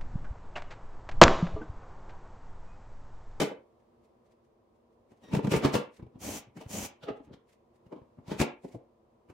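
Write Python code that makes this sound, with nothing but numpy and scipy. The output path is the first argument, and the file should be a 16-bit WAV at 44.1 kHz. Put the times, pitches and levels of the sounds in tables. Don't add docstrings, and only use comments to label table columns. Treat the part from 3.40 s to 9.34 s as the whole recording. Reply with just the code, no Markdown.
import sys
import numpy as np
from scipy import signal
from scipy.fft import rfft, irfft
from scipy.io import wavfile
from scipy.ndimage import uniform_filter1d

SR = 44100
rng = np.random.default_rng(int(sys.argv[2]) if len(sys.argv) > 2 else 0)


def bounce(signal):
    frames = np.transpose(np.atleast_2d(signal))
    limited = np.clip(frames, -1, 1)
    pcm = np.round(limited * 32767).astype(np.int16)
    wavfile.write(sys.argv[1], SR, pcm)


N = 261846
TIME = np.arange(N) / SR
HIT_SIZE = 16384
HIT_TIME = (np.arange(HIT_SIZE) - HIT_SIZE // 4) / SR

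# (frequency [Hz], relative level [dB])
AIR_TONE = [(15, -49.5), (25, -13), (118, -6), (176, -15.5), (243, 1), (278, -26), (354, -1), (394, -14.5),
            (462, -8), (558, -9.5), (790, -14.5), (856, -20), (978, -13), (1500, -31), (15000, -53)]
# (pitch [Hz], width [Hz], relative level [dB])
DUCT_MODES = [(75, 11, -8), (133.8, 13, 3), (249, 21, -3), (340, 42, -2), (435, 56, 2.5), (597.7, 16, -9)]
CABINET_MODES = [(94, 42, -10.5), (142.6, 22, 2), (211, 24, 2), (288.4, 20, 1.5), (364.4, 55, -8.5),
                 (432.7, 82, -7), (473, 13, -7), (603.7, 17, -4.5), (747, 23, -10.5), (899, 55, -3),
                 (970, 25, -14), (1202, 18, -12), (1393, 32, -34.5), (1565, 50, -22), (2090, 67, -21.5),
                 (2254, 13, -8.5), (2544, 260, -11), (2930, 81, -13.5), (3130, 24, -17), (3400, 62, -33.5)]
SHELF_MODES = [(124.7, 15, -14), (207, 23, -14), (289.3, 14, -4.5), (414, 45, -9.5), (470, 27.4, -0.5),
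               (574, 56, -7.5), (683, 45, -3.5), (842, 14, -3.5), (1240, 89, -9), (1450, 64, -11),
               (1650, 37, -25), (2350, 86, -22), (2760, 110, -23)]
# (frequency [Hz], relative level [dB], fade time [s])
ROOM_BANDS = [(80, -16.5, 0.032), (180, -15, 0.082), (400, -8, 0.09), (900, -8.5, 0.095), (2360, -8, 0.093),
              (4740, -13.5, 0.063), (10030, -17.5, 0.013)]
# (frequency [Hz], gain of the side signal [dB])
STEREO_WIDTH = [(40, -21), (130, -21), (330, -9), (700, -4.5), (1300, -3.5), (4000, -3.5), (12000, -3)]
# (start [s], end [s], pitch [Hz], level [dB])
SQUEAK = (1.828, 1.92, 1885, -67.5)
# (time [s], strength [dB])
CLICKS = [(0.403, -88), (0.648, -81.5), (0.864, -85), (0.92, -80.5), (1.05, -87.5), (1.36, -90.5),
          (1.527, -91), (1.717, -78), (1.775, -84), (2.542, -73), (2.568, -69), (3.771, -80.5),
          (3.849, -77.5), (3.94, -83), (4.096, -76), (4.13, -74.5), (4.358, -82.5), (5.247, -68.5),
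          (5.285, -72), (5.326, -70), (5.348, -73)]
# (frequency [Hz], relative level [dB])
GEAR_TONE = [(500, -3.5), (900, 3.5), (1600, -5), (2400, 0), (2750, -2.5), (3080, 0.5), (3600, -6.5),
             (4500, -4), (5750, -1), (6050, 5), (6800, 0.5), (8000, -2), (10000, -6.5), (15500, -9)]
RUMBLE_TONE = [(30, -15), (60, -11.5), (85, -0.5), (135, -6.5), (400, -7), (550, -12), (800, -14),
               (1300, -51.5), (4000, -51)]
# (start [s], release [s], motor gain [dB], rumble gain [dB])
DRIVER_RUNS = [(2.774, 2.985, -44, -39.5), (3.26, 3.461, -42.5, -39.5)]
# (time [s], strength [dB], extra bass [dB], dullness [dB], chatter time [s])
CABINET_KNOCKS = [(0.003, -28, -8.5, -6, 0.0082), (0.017, -25, -4.5, -3, 0.024),
                  (0.116, -38.5, -15.5, 22, 0.0092), (1.72, -59, 1, 17, .025), (1.84, -55, -3, -0.5, 0.028),
                  (1.885, -55, 0, 2, 0.038), (1.936, -31.5, 9.5, 3, 0.019), (1.951, -30.5, -17, 1, 0.0063),
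                  (1.967, -36.5, 14, -0.5, 0.015), (1.992, -28, -15, 22, 0.0025),
                  (2.046, -33.5, 8.5, 7.5, 0.017), (2.072, -32.5, 10, 7.5, 0.008),
                  (2.118, -27.5, 0.5, -4, 0.017), (2.139, -22.5, -1, 4.5, 0.017),
                  (2.162, -30.5, 3.5, -4.5, 0.017), (2.249, -20, -1.5, 5, 0.022),
                  (2.342, -29, -2.5, -5, 0.01), (2.353, -24, -4, 0.5, 0.022), (2.597, -51.5, 2, 15, 0.012),
                  (2.627, -50.5, 10.5, 15.5, 0.013), (2.667, -56, 5, 17, .005),
                  (2.757, -54, 8.5, 19, 0.032), (3.072, -68.5, 13, 12, 0.022), (3.172, -48, 3.5, -1, 0.015),
                  (3.212, -45.5, -14, -1, 0.022), (3.263, -55.5, 15, 4.5, .008),
                  (4.465, -63, 9.5, 4, 0.012), (4.526, -39, -11, 20.5, 0.012),
                  (4.562, -47.5, -5.5, 21.5, 0.028), (4.617, -61, 9, 19.5, .007),
                  (4.787, -53.5, 6.5, 23, 0.022), (4.881, -50, 8, -3, 0.019), (4.916, -33, 0.5, 4.5, 0.028),
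                  (5.001, -28, 0.5, -6, 0.013), (5.014, -26, -3, -6.5, 0.014), (5.025, -28, -8, 3, 0.013),
                  (5.9, -52, -0.5, 4.5, 0.013)]
SHELF_KNOCKS = [(3.636, -45.5, -2, -6, 0.016), (3.687, -29.5, -21, 13, 0.017),
                (3.705, -35.5, -3, 48, 0.0051), (3.803, -49, -1, 23, 0.0075), (3.878, -59, 7, 10, 0.025),
                (3.908, -51, 5.5, 40, 0.033), (3.937, -55.5, 6.5, -8, 0.014),
                (5.248, -37.5, -3.5, 46.5, .01), (5.349, -38.5, -3.5, 48.5, 0.0092)]
BAND_EDGES_HZ = [60, 250, 700, 2000, 5000, 15000]
CABINET_BLOW_DB = [-0.5, -0.5, -9.5, -13.5, -19]
SHELF_BLOW_DB = [-1.5, -2, -10.5, -13, -27.5]
CLICK_BANDS_DB = [-1, -2.5]
DULL_SHARE = [0, 0, 0.18, 0.68, 1]


def undb(db):
    return 10 ** (np.asarray(db) / 20)


def unit(x):
    return x / np.sqrt(np.mean(x ** 2) + 1e-24)


def freqs(x):
    return np.maximum(np.fft.rfftfreq(x.shape[-1], 1 / SR), 1e-3)


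def colour(x, points):
    hz, db = np.transpose(points)
    gain = undb(np.interp(np.log(freqs(x)), np.log(hz), db))
    return irfft(rfft(x) * gain, x.shape[-1])


def ring(x, modes):
    f = freqs(x)
    swings = rng.choice([-1, 1], len(modes)) * undb(0.86 * rng.standard_normal(len(modes)))
    response = sum(swing * undb(db) / (1 + 1j * (f * f - hz * hz) / (f * width))
                   for swing, (hz, width, db) in zip(swings, modes))
    return irfft(rfft(x) * response, x.shape[-1])


def wander(rate_hz):
    size = int(SR / rate_hz)
    steps = np.repeat(rng.standard_normal(N // size + 1), size)
    return unit(uniform_filter1d(steps, size)[:N])


def stereo(pair):
    side = colour(pair[1], STEREO_WIDTH)
    return np.array([pair[0] + side, pair[0] - side])


def add_hit(out, sound, time_s):
    start = int(time_s * SR) - HIT_SIZE // 4
    lo, hi = max(start, 0), min(start + HIT_SIZE, N)
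    out[:, lo:hi] += sound[:, lo - start:hi - start]


def contact_force(swell_s, chatter_s, spread_db=3.5):
    gap = np.abs(HIT_TIME)
    swell = 0.78 * np.exp(-gap / max(swell_s, 1e-3))
    chatter = np.exp(-gap / max(chatter_s, 1e-3))
    snap = 0.13 * np.exp(-gap / 0.003)
    force = np.where(HIT_TIME < 0, swell, chatter + snap) * rng.standard_normal((2, HIT_SIZE))
    force *= undb(spread_db * rng.standard_normal((2, HIT_SIZE)))
    return force / np.sqrt(np.sum(force ** 2, axis=1, keepdims=True))


def set_bands(pair, band_db, edges_hz):
    f, edges = freqs(pair), np.array(edges_hz, float)
    centres = np.sqrt(edges[:-1] * edges[1:])
    masks = 1 / np.sqrt((1 + (edges[:-1, None] / f) ** 16) * (1 + (f / edges[1:, None]) ** 16))
    for _ in range(2):
        bands = irfft(rfft(pair)[:, None] * masks)
        peaks_db = 10 * np.log10(uniform_filter1d(bands ** 2, size=530).max(axis=-1) + 1e-20)
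        pair = np.array([colour(x, np.c_[centres, band_db - db]) for x, db in zip(pair, peaks_db)])
    return pair


def ventilation(gain_db, duct_db, side_db):
    air = unit(colour(rng.standard_normal((2, N)), AIR_TONE)) * undb(0.81 * wander(2.1))
    ducts = unit(ring(rng.standard_normal((2, N)), DUCT_MODES))
    hum = colour(ducts, [(600, 0.5), (1500, -25.5)])
    return stereo(undb(gain_db) * (air + undb(duct_db) * hum) * undb([[0], [side_db]]))


def room_echo(dry):
    t = np.arange(HIT_SIZE) / SR
    noise = rng.standard_normal((2, HIT_SIZE))
    log_f, log_centres = np.log(freqs(noise)), np.log([row[0] for row in ROOM_BANDS])
    build_up = 1 - np.exp(-(t / 0.0069) ** 2)
    response = 0
    for share, (_, db, fade_s) in zip(np.eye(len(ROOM_BANDS)), ROOM_BANDS):
        band = irfft(rfft(noise) * np.interp(log_f, log_centres, share))
        envelope = build_up * np.exp(-(t / fade_s) ** 1.91)
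        response += undb(db) * band * envelope / np.sqrt(np.sum(envelope ** 2))
    echo = signal.fftconvolve(dry.mean(axis=0)[None], response, axes=1)[:, :N]
    return stereo(echo * undb([[0], [1.2]]))


def steel_clicks():
    out = np.zeros((2, N))
    modes = np.array([(2500, 350, 0), (2950, 570, -7), (4400, 99, -42), (6160, 350, 1)])
    for time_s, db in CLICKS:
        force = contact_force(swell_s=0.015, chatter_s=0.015)
        ringing = ring(force, modes * [rng.uniform(1.0, 1.03), 1, 1])
        tick = undb(12) * colour(force, [(300, -24), (2000, 14.5), (7000, -4), (15000, -21)])
        click = set_bands(ringing + tick, db + np.array(CLICK_BANDS_DB), BAND_EDGES_HZ[-3:])
        add_hit(out, stereo(click), time_s)
    return out


def hinge_squeak(start, end, pitch_hz, db):
    phase = 2 * np.pi * np.cumsum(pitch_hz * (1 + 0.015 * wander(500))) / SR
    tone = 1.2 * np.sin(phase) + np.sin(2 * phase) + 0.7 * np.sin(3 * phase)
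    fade = np.clip(np.minimum(TIME - start, end - TIME) / 0.008, 0, 1)
    return undb(db) * fade * unit(tone)


def cordless_driver(spin_up_s, run_down_s, grit_db, whine_hz):
    grit = undb(grit_db * wander(260))
    gears = unit(colour(rng.standard_normal((2, N)) * grit, GEAR_TONE))
    catches = rng.standard_normal((2, N)) * undb(5 * wander(130))
    rasp = unit(ring(catches, [(3020, 220, -6), (6110, 200, -18.5), (6980, 130, 4.5)]))
    shake = colour(rng.standard_normal((2, N)) * grit, RUMBLE_TONE)
    rumble = unit(unit(shake) + 0.5 * unit(ring(shake, CABINET_MODES)))
    phase = 2 * np.pi * np.cumsum(whine_hz + 2 * wander(30)) / SR
    whine = unit(np.sin(phase)) * undb([[-20], [-26]])
    motor = gears + undb(-11.5) * rasp + whine
    out = np.zeros((2, N))
    for start, release, motor_db, rumble_db in DRIVER_RUNS:
        spin_up = 1 - np.exp(-(np.maximum(TIME - start, 0) / spin_up_s) ** 3.1)
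        run_down = np.exp(-np.maximum(TIME - release, 0) / run_down_s)
        load = 0.37 + 0.55 * np.sin(np.pi * np.clip((TIME - start) / (release - start), 0, 1))
        out += spin_up * run_down * (undb(motor_db) * motor + undb(rumble_db) * load * rumble)
    return stereo(out)


def cabinet_boom(time_s, gain_db, pitch_hz, fade_s):
    age = np.maximum(TIME - time_s, 0)
    swell = 2 * age / fade_s * np.exp(-(age / fade_s) ** 2)
    return undb(gain_db) * swell * np.sin(2 * np.pi * pitch_hz * age)


def wood_knocks(table, modes, blow_db, crack_db, push_gain):
    firm_db = -30
    push = np.exp(-(HIT_TIME / 0.00049) ** 2)
    out = np.zeros((2, N))
    for time_s, strength_db, bass_db, dull_db, chatter_s in table:
        force = contact_force(swell_s=0.58 * chatter_s, chatter_s=chatter_s)
        crack = colour(force, [(25, -28), (60, -7.5), (300, 6), (1000, 0.5), (3000, -4),
                               (7000, -10), (11000, -20), (15000, -25)])
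        force[0] += push_gain * push / push.sum()
        damping = 1.5 * np.exp(-0.06 * (strength_db - firm_db))
        knock = ring(force, np.array(modes) * [1, damping, 1]) + undb(crack_db) * crack
        band_db = strength_db + np.array(blow_db) - dull_db * np.array(DULL_SHARE)
        band_db[0] += bass_db
        add_hit(out, stereo(set_bands(knock, band_db, BAND_EDGES_HZ)), time_s)
    return out


def scene():
    work = wood_knocks(CABINET_KNOCKS, CABINET_MODES, CABINET_BLOW_DB, crack_db=-14, push_gain=1.2)
    work += wood_knocks(SHELF_KNOCKS, SHELF_MODES, SHELF_BLOW_DB, crack_db=-17.5, push_gain=0.63)
    work += steel_clicks()
    work += cabinet_boom(time_s=4.994, gain_db=-27, pitch_hz=62, fade_s=0.014)
    work += cordless_driver(spin_up_s=0.054, run_down_s=0.013, grit_db=0.8, whine_hz=12575)
    work += hinge_squeak(*SQUEAK)
    work += room_echo(work)
    lean_hz = [40, 90, 300, 1000, 2000, 5000]
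    lean_db = np.array([0.1, 0.4, 0.8, -0.1, -0.4, 0.2])
    left = colour(work[0], np.c_[lean_hz, lean_db])
    right = colour(work[1], np.c_[lean_hz, -lean_db])
    return np.array([left, right]) + ventilation(gain_db=-67.5, duct_db=-7, side_db=3)


def record(dry):
    bass_cut = signal.butter(2, 38, "high", fs=SR, output="sos")
    treble_cut = signal.ellip(10, 0.2, 80, 15800, fs=SR, output="sos")
    return signal.sosfilt(treble_cut, signal.sosfilt(bass_cut, dry))


dry = scene()
out = record(dry)
bounce(out)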